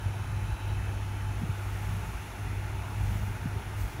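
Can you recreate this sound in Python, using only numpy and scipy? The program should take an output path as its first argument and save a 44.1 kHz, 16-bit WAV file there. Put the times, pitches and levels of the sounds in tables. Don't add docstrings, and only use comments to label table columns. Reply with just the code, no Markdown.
import sys
import numpy as np
from scipy import signal
from scipy.fft import rfft, irfft
from scipy.io import wavfile
from scipy.ndimage import uniform_filter1d

SR = 44100
rng = np.random.default_rng(int(sys.argv[2]) if len(sys.argv) > 2 else 0)


def int16_out(signal):
    q = np.round(np.clip(np.atleast_2d(signal).T, -1, 1) * 32767)
    wavfile.write(sys.argv[1], SR, q.astype(np.int16))


N = 176400
TIME = np.arange(N) / SR
FREQS = np.fft.rfftfreq(N, 1 / SR)


def amp(db):
    return 10 ** (np.asarray(db) / 20)

def unit(x):
    return x / np.sqrt(np.mean(x ** 2) + 1e-20)

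def curve(points):
    return np.interp(TIME, *np.transpose(points))

def swell(peak_s, half_s):
    return np.exp(-.5 * ((TIME - peak_s) / half_s) ** 2)

def noise(spectrum):
    hz, db = np.transpose(spectrum)
    gain = amp(np.interp(np.log(FREQS + 1), np.log(hz + 1), db))
    return unit(irfft(np.exp(2j * np.pi * rng.random(len(FREQS))) * gain, N))

def drift(rate_hz):
    return unit(irfft(rfft(rng.standard_normal(N)) * np.exp(-(FREQS / rate_hz) ** 2), N))

def ring(hz, width_hz):
    gain = 1 / (1 + (2 * (FREQS - hz) / width_hz) ** 2)
    return unit(irfft(rfft(rng.standard_normal(N)) * gain, N))

def rings(table):
    return sum(amp(db) * ring(hz, width) for hz, width, db in table)

def viewpoint_switch(at_s=1.38, length_s=.03):
    return np.clip(.5 + (TIME - at_s) / length_s, 0, 1)


# (time [s], level [dB])
HUM_LEVEL = [(0, -46), (.06, -32), (.28, -37.5), (.36, -33), (.49, -35.5), (.58, -45.5), (.63, -35.5),
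             (.72, -33), (.92, -34), (1.45, -36), (2.0, -34), (2.15, -46.5), (2.32, -49), (2.47, -33),
             (2.92, -37), (3.0, -31.5), (3.45, -37.5), (3.66, -42), (3.81, -33), (3.94, -50.5), (4, -34)]
# (multiple of the pitch [ratio], relative level [dB])
HUM_PARTIALS = [(.5, -9), (.64, -8.5), (1, 0), (1.998, -23.5), (3, -30)]

def motor_hum(pitch_hz=99.7):
    turns = np.cumsum(pitch_hz + .28 * drift(rate_hz=3.2)) / SR
    tone = sum(amp(db) * np.sin(2 * np.pi * (k * turns + rng.random())) for k, db in HUM_PARTIALS)
    return np.sqrt(2) * tone * amp(curve(HUM_LEVEL) + .42 * drift(rate_hz=16))


# (time [s], level [dB])
RUMBLE_LEVEL = [(0, -37.5), (.08, -39), (.25, -36.5), (.52, -36.5), (.59, -54), (.69, -35.5), (1.0, -40.5),
                (1.2, -46.5), (1.29, -36.5), (1.6, -45.5), (2.0, -37), (2.29, -44.5), (2.5, -41),
                (2.9, -40), (3.04, -34.5), (3.68, -40.5), (3.84, -41.5), (3.97, -39.5)]
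# (frequency [Hz], relative level [dB])
RUMBLE_SPECTRUM = [(15, -52), (28, -9), (42, -5.5), (55, 1), (85, -5), (115, -3.5), (140, -10.5),
                   (170, -16.5), (260, -38), (500, -61.5)]

def motor_rumble():
    deep = noise(RUMBLE_SPECTRUM)
    even = deep / np.sqrt(uniform_filter1d(deep ** 2, size=4000) + 1e-6)
    return unit(even) * amp(curve(RUMBLE_LEVEL))


# (frequency [Hz], relative level [dB])
AIR_SPECTRUM = [(30, -27), (120, 4.5), (170, 3), (200, 5), (255, 2.5), (305, 3.5), (338, 0), (358, 4.5),
                (430, -0.5), (560, -4.5), (690, 1), (790, 0.5), (1090, -3), (1400, -1), (2000, -5),
                (2560, -6), (3200, -13.5), (3600, -14), (4900, -28.5), (16000, -43)]
# (frequency [Hz], width [Hz], level [dB])
STEADY_RINGS = [(358.4, 23, -62), (853.5, 24, -58), (890, 100, -55), (9700, 33, -74), (11400, 25, -89)]
# (frequency [Hz], width [Hz], level [dB])
FIRST_RINGS = [(1655, 120, -64), (2590, 160, -62), (2576, 8.4, -68), (3050, 180, -64)]
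# (frequency [Hz], width [Hz], level [dB])
SECOND_RINGS = [(1394, 250, -57), (2290, 1100, -58), (2815, 110, -67), (3470, 260, -68), (4270, 160, -84)]

def air(level_db=-45, patchy_db=1.35):
    frames = dict(nperseg=1024, noverlap=768)
    bands = signal.stft(noise(AIR_SPECTRUM), **frames)[2]
    patches = uniform_filter1d(rng.standard_normal(bands.shape), size=10, axis=0)
    patches = unit(uniform_filter1d(patches, size=20, axis=1))
    rush = signal.istft(bands * amp(patchy_db * patches), **frames)[1][:N]
    switch = viewpoint_switch()
    shifting = np.sqrt(1 - switch) * rings(FIRST_RINGS) + np.sqrt(switch) * rings(SECOND_RINGS)
    return amp(level_db) * unit(rush) + rings(STEADY_RINGS) + shifting


# (frequency [Hz], relative level [dB])
HISS_SPECTRUM = [(1000, -24), (3000, -4), (4300, 5.5), (4880, 1), (5300, 5.5), (6450, 6), (7400, 2),
                 (8100, -3.5), (8800, -1), (9600, 5.5), (10050, 5), (10400, 2), (10850, 7), (12100, -3),
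                 (16000, -3.5)]
# (frequency [Hz], relative level [dB])
EXTRA_HISS_SPECTRUM = [(20, -30), (2000, -15), (5000, -3), (8000, -2), (11500, 0), (15500, 1)]

def hiss(steady_db=-56.5, extra_db=-64.5):
    steady = amp(steady_db) * noise(HISS_SPECTRUM)
    return steady + amp(extra_db) * viewpoint_switch() * noise(EXTRA_HISS_SPECTRUM)


# (time [s], level [dB])
WHINE_LEVEL = [(0, -69), (.3, -68), (.55, -64.5), (.74, -62), (.8, -85), (1.0, -100)]

def whine(pitch_hz=3914, wander_hz=3.7, flutter_db=1.8, third_db=-21):
    phase = 2 * np.pi * np.cumsum(pitch_hz + wander_hz * drift(rate_hz=30)) / SR
    tone = np.sin(phase) + amp(third_db) * np.sin(3 * phase)
    return np.sqrt(2) * tone * amp(curve(WHINE_LEVEL) + flutter_db * drift(rate_hz=49))


# (time [s], peak level [dB], final pitch [Hz])
BUMPS = [(.056, -22.5, 74.6), (.515, -23, 54), (1.416, -29, 203), (1.432, -23, 141), (1.491, -22, 97),
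         (2.138, -26, 56), (2.471, -28, 82), (2.742, -27, 83), (2.99, -28, 94), (3.454, -23.5, 171),
         (3.464, -26, 116), (3.557, -25.5, 82.4), (3.794, -28.5, 69.5), (3.826, -25.5, 49),
         (3.89, -53, 113)]

def handling_bumps(rise_cycles=.77, drop_cycles=.77, sharp_by=.44):
    knocks = np.zeros(N)
    for start, db, hz in BUMPS:
        cycles = np.maximum(TIME - start, 0) * hz
        rise = cycles / rise_cycles
        envelope = (rise * np.exp(1 - rise)) ** 2
        turns = cycles + sharp_by * drop_cycles * (1 - np.exp(-cycles / drop_cycles))
        knocks += amp(db) * envelope * np.sin(2 * np.pi * turns)
    return knocks


# (peak time [s], half length [s], level [dB])
RUSTLES = [(.45, .04, -63), (1.903, 0.32, -53.5), (3.114, 0.14, -52.5)]
# (frequency [Hz], relative level [dB])
RUSTLE_SPECTRUM = [(60, -19), (130, 24), (200, -3), (280, 1), (600, 27), (3000, 20), (5000, 10.5),
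                   (6500, 17.5), (8400, 11.5), (10500, 13), (13000, 13), (16000, 7)]

def rustles(rough_db=.8):
    envelope = sum(amp(db) * swell(peak, half) for peak, half, db in RUSTLES)
    return envelope * amp(rough_db * drift(rate_hz=40)) * noise(RUSTLE_SPECTRUM)


# (peak time [s], half length [s], frequency [Hz], level [dB])
LOW_RUBS = [(1.973, .16, 159, -45), (3.163, 0.12, 198, -45.5)]

def low_rubs(width_hz=44):
    return sum(amp(db) * swell(peak, half) * ring(hz, width_hz) for peak, half, hz, db in LOW_RUBS)


# (frequency [Hz], level [dB])
SQUEAK_BANDS = [(13566, -73), (14530, -69), (14772, -69)]

def squeak():
    bands = sum(amp(db) * ring(hz, width_hz=14) for hz, db in SQUEAK_BANDS)
    return swell(peak_s=3.16, half_s=.15) * bands


# (peak time [s], half length [s], level [dB])
BRUSHES = [(3.81, 0.032, -50.5), (3.91, 0.044, -55.5)]
# (frequency [Hz], relative level [dB])
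BRUSH_SPECTRUM = [(20, -30), (1500, -12), (4500, -3), (7000, -4), (11000, -4), (15500, -1)]

def brushes():
    return noise(BRUSH_SPECTRUM) * sum(amp(db) * swell(peak, half) for peak, half, db in BRUSHES)


def scene():
    background = motor_hum() + motor_rumble() + air() + hiss()
    events = whine() + handling_bumps() + rustles() + low_rubs() + squeak() + brushes()
    return (background + events)[None]

def record(dry):
    bass_cut = signal.butter(2, 25, "high", fs=SR, output="sos")
    treble_cut = signal.firwin(1023, 15750, window=("kaiser", 9), fs=SR)
    return signal.oaconvolve(signal.sosfilt(bass_cut, dry), treble_cut[None], "same")


dry = scene()
out = record(dry)
int16_out(out)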